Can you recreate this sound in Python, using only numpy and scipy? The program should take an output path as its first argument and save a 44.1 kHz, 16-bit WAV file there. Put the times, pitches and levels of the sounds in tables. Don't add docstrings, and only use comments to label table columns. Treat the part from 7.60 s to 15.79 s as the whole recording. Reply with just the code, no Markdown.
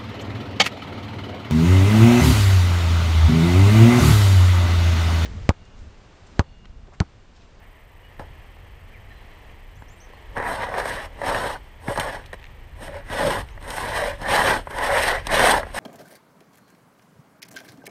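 import sys
import numpy as np
from scipy import signal
from scipy.fft import rfft, irfft
from scipy.io import wavfile
from scipy.ndimage import uniform_filter1d, map_coordinates

SR = 44100
rng = np.random.default_rng(int(sys.argv[2]) if len(sys.argv) > 2 else 0)


def boost_factor(decibels):
    exponent = np.asarray(decibels, float) / 20
    return 10 ** exponent


def to_wav(s):
    ch = np.atleast_2d(s).T
    pcm = np.round(np.clip(ch, -1, 1) * 32767)
    wavfile.write(sys.argv[1], SR, pcm.astype(np.int16))


N = 361179


def unit(x):
    return x / np.sqrt(np.mean(x ** 2) + 1e-20)


def along(points, hz):
    f, v = np.transpose(points)
    return np.interp(np.log(hz + 1), np.log(f + 1), v)


def curves(rows):
    s, *cols = np.transpose(rows)
    return [np.interp(np.arange(N) / SR, s, c) for c in cols]


def wobble(knots_per_s):
    knots = rng.standard_normal(int(N * knots_per_s / SR) + 4)
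    return map_coordinates(knots, [np.arange(N) * knots_per_s / SR])


def coloured(x, spectrum, rings=()):
    size = 4096
    hz = np.fft.rfftfreq(size, 1 / SR)
    db = along(spectrum, hz)
    db = db + sum(gain_db / (1 + (2 * (hz - centre) / width) ** 2) for centre, width, gain_db in rings)
    cepstrum = irfft(np.log(np.maximum(boost_factor(db), 1e-6)))
    cepstrum[1:size // 2] *= 2
    cepstrum[size // 2 + 1:] = 0
    ir = irfft(np.exp(rfft(cepstrum)))
    return signal.fftconvolve(x, ir / np.linalg.norm(ir))[:N]


def fibres(snaps_per_s, spread_db, smooth):
    size = boost_factor(spread_db * rng.exponential(size=N))
    snaps = (rng.random(N) < snaps_per_s / SR) * size * rng.standard_normal(N)
    share = np.clip(smooth, 0, 1)
    return np.sqrt(1 - share) * unit(snaps) + np.sqrt(share) * rng.standard_normal(N)


# frequency in Hz, relative level in dB per Hz.
LOG_COLOUR = [(220, -38.5), (380, -9), (555, 1.5), (596, -3), (649, -0.5), (725, -1.5), (823, 0),
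              (1040, -3), (1360, -10.5), (1470, -5.5), (1930, -5), (2140, -10.5), (2500, -21.5),
              (3250, -37), (5500, -120)]
# frequency in Hz, relative level in dB per Hz.
BLADE_COLOUR = [(1350, -33.5), (2300, -4), (2610, -4), (3090, -1), (4220, -6.5), (4530, -11.5),
                (5450, -8.5), (5950, -14.5), (6600, -13), (7200, -18.5), (8720, -9), (10700, -17.5),
                (13000, -18), (14800, -32), (15500, -17)]
# frequency in Hz, relative level in dB per Hz.
SHUDDER_COLOUR = [(56, -40.5), (95, -1), (188, -3.5), (259, -1), (380, -7), (420, -6), (550, -22.5),
                  (920, -120)]
# centre in Hz, width in Hz, gain over the broad colour in dB.
RINGS = [(573, 22, 4), (857, 13, 3.5), (980, 89, 3), (1328, 46, 2), (1660, 69, 3.5), (1796, 42, 3),
         (1932, 21, 5.5), (2450, 30, 3.5), (2870, 18, 8), (3083, 47, 5), (3390, 28, 3), (3900, 23, 6.5),
         (4050, 42, 6), (4360, 26, 8.5), (4680, 26, 10), (5370, 250, 3), (8490, 440, 5)]


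def saw():
    (log_db, blade_db, ring_db), moving, (shudder_db, *upper_db) = strokes()
    shudder_db = shudder_db + 0.32 * (-25 - log_db)
    bite_db = 0.72 * wobble(27) + 1.23 * wobble(120)

    log_drive = moving * boost_factor(log_db + bite_db)
    log = coloured(log_drive * fibres(3000, 0.7, smooth=0.7), LOG_COLOUR, RINGS)

    rasp_db = 0.35 * bite_db + 1.72 * wobble(70) + 1.32 * wobble(32)
    blade_drive = moving * boost_factor(log_db + blade_db + rasp_db)
    blade = coloured(blade_drive * fibres(5000, 1.3, smooth=0.74), BLADE_COLOUR, RINGS)

    heave_db = 0.51 * bite_db + 1.7 * wobble(12)
    shudder_drive = moving * boost_factor(log_db + shudder_db + heave_db)
    shudder = coloured(shudder_drive * fibres(600, 0.7, smooth=0.8), SHUDDER_COLOUR)

    usual_ring_db = -9
    wandering_db = [db + 1.96 * wobble(11) for db in (ring_db - usual_ring_db, *upper_db)]
    return boost_factor(0.04) * shifting(log + blade, *wandering_db, patchy_db=2.5) + boost_factor(-2.0) * shudder


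# time in seconds,
# drive of the log in dB, blade hiss in dB relative to it, deep ring in dB relative.
STROKES = [
    [(0.585, -67, 5, 21), (0.593, -30, -26, -8), (0.597, -29, -22, -5), (0.611, -38, -17, -1),
     (0.657, -54, -21, -6), (0.68, -65, -8, -1)],
    [(2.7, -63, -9, -12), (2.742, -54, -15, 1), (2.77, -25.5, -27, -12), (2.85, -31, -18, -12),
     (2.864, -24, -21, -23), (2.968, -30.5, -15, -7), (3.04, -23.5, -19, -15), (3.056, -31.5, -15, -10),
     (3.16, -29, -16.5, -8), (3.18, -25.5, -16.5, -18), (3.248, -34, -11.5, -10), (3.258, -23, -17, -15),
     (3.268, -30, -9.5, -7), (3.336, -29.5, -12, -6.5), (3.46, -38, -11, 0), (3.484, -54, -11, -1),
     (3.52, -54, -15, -7)],
    [(3.52, -53, -10, -12), (3.55, -57, -4, -5), (3.592, -39, -16, -5), (3.61, -38, -11, 0),
     (3.616, -31, -13, -0.5), (3.668, -23.5, -13.5, -5.5), (3.9, -28, -13.5, -9), (3.938, -35, -9, -16),
     (3.96, -34.5, -18, -13), (3.996, -56, -14, -15), (4.05, -64, -3, -13)],
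    [(4.2, -55, -9, -15), (4.276, -35, -15, -3), (4.285, -30.5, -15, -9), (4.322, -26, -13.5, 0),
     (4.344, -37.5, -10, -4), (4.393, -40, -12, -14), (4.398, -26.5, -4.5, -15), (4.425, -30.5, -9.5, -9),
     (4.49, -28, -13.5, -3), (4.512, -36, -9, -6), (4.552, -31, -12, -3), (4.64, -53.5, -10, -17),
     (4.68, -62, -5, -15)],
    [(5.15, -58, -5, 0), (5.178, -56, -7, -5), (5.224, -37, -8, -4), (5.268, -42.5, -5, -8),
     (5.296, -33, -16, 6), (5.302, -42, -6, 1), (5.366, -34, -12.5, 3), (5.408, -40, -13, 0),
     (5.44, -57, -12, -7)],
    [(5.44, -54, -7, -10), (5.53, -28.5, -10, -1), (5.626, -21, -13, -5), (5.68, -17.5, -9.5, 7),
     (5.698, -28, -10.5, -7), (5.708, -21, -12.5, -12), (5.792, -27.5, -11.5, -7), (5.852, -53, -8.5, -18),
     (5.95, -55.5, -11, -15)],
    [(5.99, -47, -16, -5), (6.012, -46, -8.5, -13), (6.086, -34.5, -9.5, -2.5), (6.16, -32, -8, -7),
     (6.172, -28, -10.5, -15), (6.294, -29.5, -9, -8), (6.384, -23, -9, -8), (6.518, -28, -10.5, -2.5),
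     (6.58, -51, -7, 6)],
    [(6.58, -49, -4, -3), (6.63, -30.5, -11.5, -12), (6.724, -18.5, -8, -8.5), (6.812, -18, -11, -18),
     (6.834, -20, -10.5, -6), (6.892, -16.5, -10.5, -11), (6.966, -23, -12.5, -10.5), (7.05, -55, -13, -7)],
    [(7.08, -39.5, -13, -7), (7.184, -28, -11, -13.5), (7.336, -19.5, -11, -2), (7.388, -18.5, -11.5, -7.5),
     (7.418, -20, -12.5, -3), (7.464, -22.5, -6, -9), (7.474, -18.5, -8.5, -13), (7.576, -28, -11.5, -5),
     (7.63, -46, -5, -1)],
    [(7.63, -49, -3, -3), (7.676, -34, -8, -14), (7.692, -27.5, -11.5, -14), (7.722, -20, -8.5, -8),
     (7.842, -15, -10.5, -11.5), (7.912, -15.5, -12, -16), (7.98, -20.5, -10, -10), (8.038, -39, -18, -1),
     (8.12, -49, -8, -5)],
    [(8.12, -57, -12, -8), (8.134, -47, -7, 0), (8.15, -31, -9, -5), (8.178, -24, -10.5, -16),
     (8.19, -23, -10, -12)],
]
# direction, low shudder in dB, upper wood ring in dB, brightness in dB.
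COLOURS = [("pull", -12, -3, -1.5), ("pull", -15, -0.37, 0.7), ("push", -10.5, -2.5, 0.089),
           ("pull", -12.5, -0.53, 1.9), ("pull", -12.5, 2.9, 2.5), ("push", -9.5, 0.28, .6),
           ("pull", -14, 2.3, 2), ("push", -10.5, -0.47, 0.95), ("pull", -17.5, 2.3, 1.2),
           ("push", -12, 1.3, 2.2), ("pull", -13.5, .6, 3)]
DRIFT_DB = {"pull": (-4.5, 5, -6.5), "push": (-2, -9, 0.5)}


def strokes():
    t = np.arange(N) / SR
    moving, colour_rows = np.zeros(N), []
    for stroke, (direction, *middle_db) in zip(STROKES, COLOURS):
        start_s, end_s = stroke[0][0], stroke[-1][0]
        moving += np.clip(np.minimum(t - start_s, end_s + 0.038 - t) / 0.024, 0, 1)
        half_drift_db = 0.5 * np.array(DRIFT_DB[direction])
        colour_rows.append((start_s, *(middle_db - half_drift_db)))
        colour_rows.append((end_s, *(middle_db + half_drift_db)))
    return curves(np.concatenate(STROKES)), np.minimum(moving, 1), curves(colour_rows)


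def shifting(x, ring_db, upper_db, bright_db, patchy_db):
    hz, t, z = signal.stft(x, SR, nperseg=1024, noverlap=768)
    at = np.clip(t * SR, 0, N - 1).astype(int)

    def band(centre_hz, width_hz):
        return 1 / (1 + (2 * (hz[:, None] - centre_hz) / width_hz) ** 4)

    def patches(bins, frames):
        field = uniform_filter1d(rng.standard_normal(z.shape), size=bins, axis=0)
        return unit(uniform_filter1d(field, size=frames, axis=1))

    db = ring_db[at] * band(572, 120) + upper_db[at] * band(2120, 1030) + bright_db[at] * band(10600, 7100)
    gain = boost_factor(db + patchy_db * patches(2, 12) + 0.2 * patches(24, 4))
    power = np.abs(uniform_filter1d(np.abs(z) ** 2, size=5, axis=1)) + 1e-20
    gain = gain * np.sqrt(power.sum(axis=0) / (power * gain ** 2).sum(axis=0))
    return signal.istft(z * gain, SR, nperseg=1024, noverlap=768)[1][:N]


# time in seconds, drive in dB, thud in dB relative to it,
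# crack in dB relative, all before the trims below.
CATCHES = [(0.595, -23, -10.5, -24), (2.221, -30, -11.5, -24), (2.535, -34, -26, -25),
           (2.766, -14.5, -38, -40), (2.8, -12.5, -36, -33), (2.825, -16.5, -28, -33),
           (3.14, -13.5, -28, -34), (3.199, -10.5, -35, -24), (3.255, -14.5, -36, -20.5),
           (3.616, -17.5, -30, -26), (3.746, -13, -20, -18), (3.872, -17, -22, -34), (4.279, -20, -18, -26),
           (4.282, -14.5, -4, -28), (4.359, -15, -26, -24), (4.369, -24, -20, -20), (4.375, -9, -25, -19.5),
           (4.385, -9.5, -15.5, -33), (4.398, -13.5, -22, -10.5), (4.66, -46, -7, 3.5),
           (4.73, -16.5, -33, -22.5), (4.74, -28, -13, -14), (5.28, -30, -21, -21), (5.5, -24.5, -6.5, -19),
           (5.975, -25.5, -23, -31), (6.026, -35, -7, -8), (6.078, -28, -17, -12), (6.104, -25, -15, -1),
           (6.181, -15, -20, -20), (6.616, -23, -10, -15), (7.071, -18, -25, -35), (7.108, -26, -14, -15),
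           (7.185, -14.5, -24, -16), (7.434, -11, -32, -11.5), (7.669, -20, -12, -4),
           (7.794, -6.5, -20, -14), (7.854, -10, -30, -15), (8.031, -17.5, -21, -31),
           (8.067, -23, -27, -29), (8.145, -23, -23, -12)]


def catches():
    burst_t60_s, thud_t60_s = 0.027, 0.012
    knock, thud, crack = np.zeros((3, N + SR))
    t = np.arange(SR // 8) / SR
    for s, db, thud_db, crack_db in CATCHES + snags():
        k = round(s * SR)
        here = slice(k, k + len(t))
        burst = np.sign(rng.standard_normal((2, len(t)))) * boost_factor(db - 60 * t / burst_t60_s)
        knock[here] += boost_factor(-5) * burst[0]
        crack[here] += boost_factor(crack_db + 1.0) * burst[1]
        thud[here] -= boost_factor(db + thud_db - 6.5 - 60 * t / thud_t60_s)
    wood = coloured(knock, LOG_COLOUR, RINGS) + coloured(thud, SHUDDER_COLOUR)
    return wood + coloured(crack, BLADE_COLOUR, RINGS)


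def snags():
    snags_per_s, over_bite_db, thud_db, crack_db = 24, 4, -23.5, -20.5
    (log_db, *_), moving, _ = strokes()
    at = np.flatnonzero(rng.random(N) < moving * snags_per_s / SR)
    spread = rng.uniform(-1, 1, (len(at), 2))
    return [(k / SR, log_db[k] + over_bite_db + 3.3 * a, thud_db, crack_db + 2.5 * b)
            for k, (a, b) in zip(at, spread)]


# time in seconds, drive in dB before the trim below.
TICKS = [(4.6409, -43), (4.797, -36), (4.815, -38), (4.8279, -37), (4.8416, -30), (4.8534, -34),
         (4.8674, -38), (5.888, -34)]
# frequency in Hz, relative level in dB per Hz.
TICK_COLOUR = [(600, -40), (1300, -7), (1900, 2), (3400, -3), (5000, -16), (9000, -29), (16000, -60)]


def ticks():
    t60_s = 0.011
    out, t = np.zeros(N + SR), np.arange(SR // 20) / SR
    for s, db in TICKS:
        burst = np.sign(rng.standard_normal(len(t))) * boost_factor(db - 3.5 - 60 * t / t60_s)
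        out[round(s * SR):][:len(t)] += burst
    return coloured(out, TICK_COLOUR)


# start in seconds, length in seconds,
# top reached after seconds, foot in Hz, top in Hz, rms level at the foot in dB before flutter.
BIRDS = [(.42, .07, 0.031, 2820, 2910, -64), (1.335, .03, .002, 1700, 2400, -50),
         (1.448, .03, .002, 1700, 2200, -55), (1.503, .04, .002, 1496, 1850, -53),
         (1.725, .032, .002, 1400, 1950, -55), (1.502, .12, .03, 3980, 4090, -70),
         (1.68, .12, .05, 4040, 4070, -75), (2.156, .079, .052, 5200, 7550, -61),
         (2.282, .068, 0.063, 4900, 7430, -54.5), (2.373, .03, .002, 8200, 8600, -67),
         (2.401, .05, .026, 4900, 6400, -52.5), (2.53, .08, 0.022, 4230, 4320, -73),
         (5.905, .035, .034, 5045, 6750, -59)]


def birds():
    arch_power, high_loss_db_per_khz = 0.55, 6.5
    ramp_s, echo_t60_s = 0.0031, 0.25
    t, out = np.arange(N) / SR, np.zeros(N)
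    waver, flutter_db = 1 + 0.0111 * wobble(110), 3 * wobble(40.1)
    for s, length, top_s, foot_hz, top_hz, db in BIRDS:
        off_top = np.clip((t - s - top_s) / max(top_s, length - top_s), -1, 1)
        lift_hz = (top_hz - foot_hz) * (1 - off_top ** 2) ** arch_power
        ends = np.clip(np.minimum(t - s, s + length - t) / ramp_s, 0, 1)
        level = np.sqrt(2) * boost_factor(db - high_loss_db_per_khz * lift_hz / 1000 + flutter_db)
        phase = 2 * np.pi * np.cumsum((foot_hz + lift_hz) * waver) / SR
        out += ends * level * np.sin(phase)
    echo_t = np.arange(SR // 4) / SR
    tail = rng.standard_normal(SR // 4) * boost_factor(-60 * echo_t / echo_t60_s)
    return out + boost_factor(-5) * signal.fftconvolve(out, tail / np.linalg.norm(tail))[:N]


# frequency in Hz, relative level in dB per Hz.
RUMBLE_COLOUR = [(8.8, -45), (15, 2.5), (32, 5), (92, -5), (133, -11.5), (147, -13.5), (220, -34),
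                 (290, -47), (480, -120)]
# centre in Hz, width in Hz, gain in dB.
RUMBLE_BANDS = [(41.5, 8.4, 2), (61.7, 22, -1), (88, 11, 4.5)]
# time in seconds, level in dB.
RUMBLE_LEVEL = [(0.0, -46.5), (0.57, -45.5), (0.59, -37), (0.84, -44.5), (2.64, -43.5), (2.71, -38),
                (3.6, -41), (3.7, -35), (4.15, -45), (4.31, -39), (4.88, -43), (5.84, -34), (5.91, -39.5),
                (7.02, -35), (7.14, -39), (7.34, -35.5), (7.98, -32), (8.19, -41)]
# frequency in Hz, relative level in dB per Hz.
RUSH_COLOUR = [(110, -26), (180, -1.5), (286, -4), (472, -2), (523, -4), (939, -3.5), (1490, -11),
               (1840, -3), (2500, -10), (3130, -10.5), (3720, -20), (4120, -20.5), (4570, -23.5),
               (9750, -34.5), (11000, -36), (14300, -65.5), (22000, -120)]
# time in seconds, level in dB.
RUSH_LEVEL = [(0, -52.5), (2.2, -51), (2.6, -49.5), (4.1, -50.5), (5.1, -50.5), (7.05, -50.5),
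              (8.19, -44.5)]


def rumble_and_rush():
    (rumble_db,), (rush_db,) = curves(RUMBLE_LEVEL), curves(RUSH_LEVEL)
    low = coloured(rng.standard_normal(N), RUMBLE_COLOUR, RUMBLE_BANDS)
    envelope = np.sqrt(np.abs(uniform_filter1d(low ** 2, size=6000)) + 1e-9)
    rumble = boost_factor(rumble_db + 1.1 * wobble(5)) * low / envelope
    patchy_db = 0.71 * wobble(2.83) + 0.51 * wobble(39)
    rush = boost_factor(rush_db + patchy_db) * coloured(fibres(1500, 1.4, smooth=0.83), RUSH_COLOUR)
    return rumble + rush


# frequency in Hz, relative level in dB per Hz.
READOUT_COLOUR = [(7000, -16), (8200, 3.5), (9900, -15), (11200, -0.5), (13000, -3.5), (15200, -4),
                  (15600, -32)]


def electronics():
    frame_hz, tone_hz = 24000 / 1001, 13644
    t = np.arange(N) / SR
    frame_phase = ((t - 0.023) * frame_hz) % 1
    on = uniform_filter1d(1.0 * (frame_phase < 0.66), size=60)
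    tone = on * boost_factor(-72) * np.sin(2 * np.pi * tone_hz * t)
    hiss = coloured(rng.standard_normal(N), READOUT_COLOUR)
    return tone + boost_factor(-79.5 + 8 * on) * hiss


def scene():
    return (saw() + catches() + ticks() + birds() + rumble_and_rush())[None]


def roll_off(x):
    return signal.sosfilt(signal.butter(12, 15750, fs=SR, output="sos"), x)


def record(dry):
    top_hz = 15200
    band_limit = signal.ellip(8, 0.5, 50, top_hz, fs=SR, output="sos")
    mix = signal.sosfilt(band_limit, dry + electronics())
    return roll_off(mix)


dry = scene()
out = record(dry)
to_wav(out)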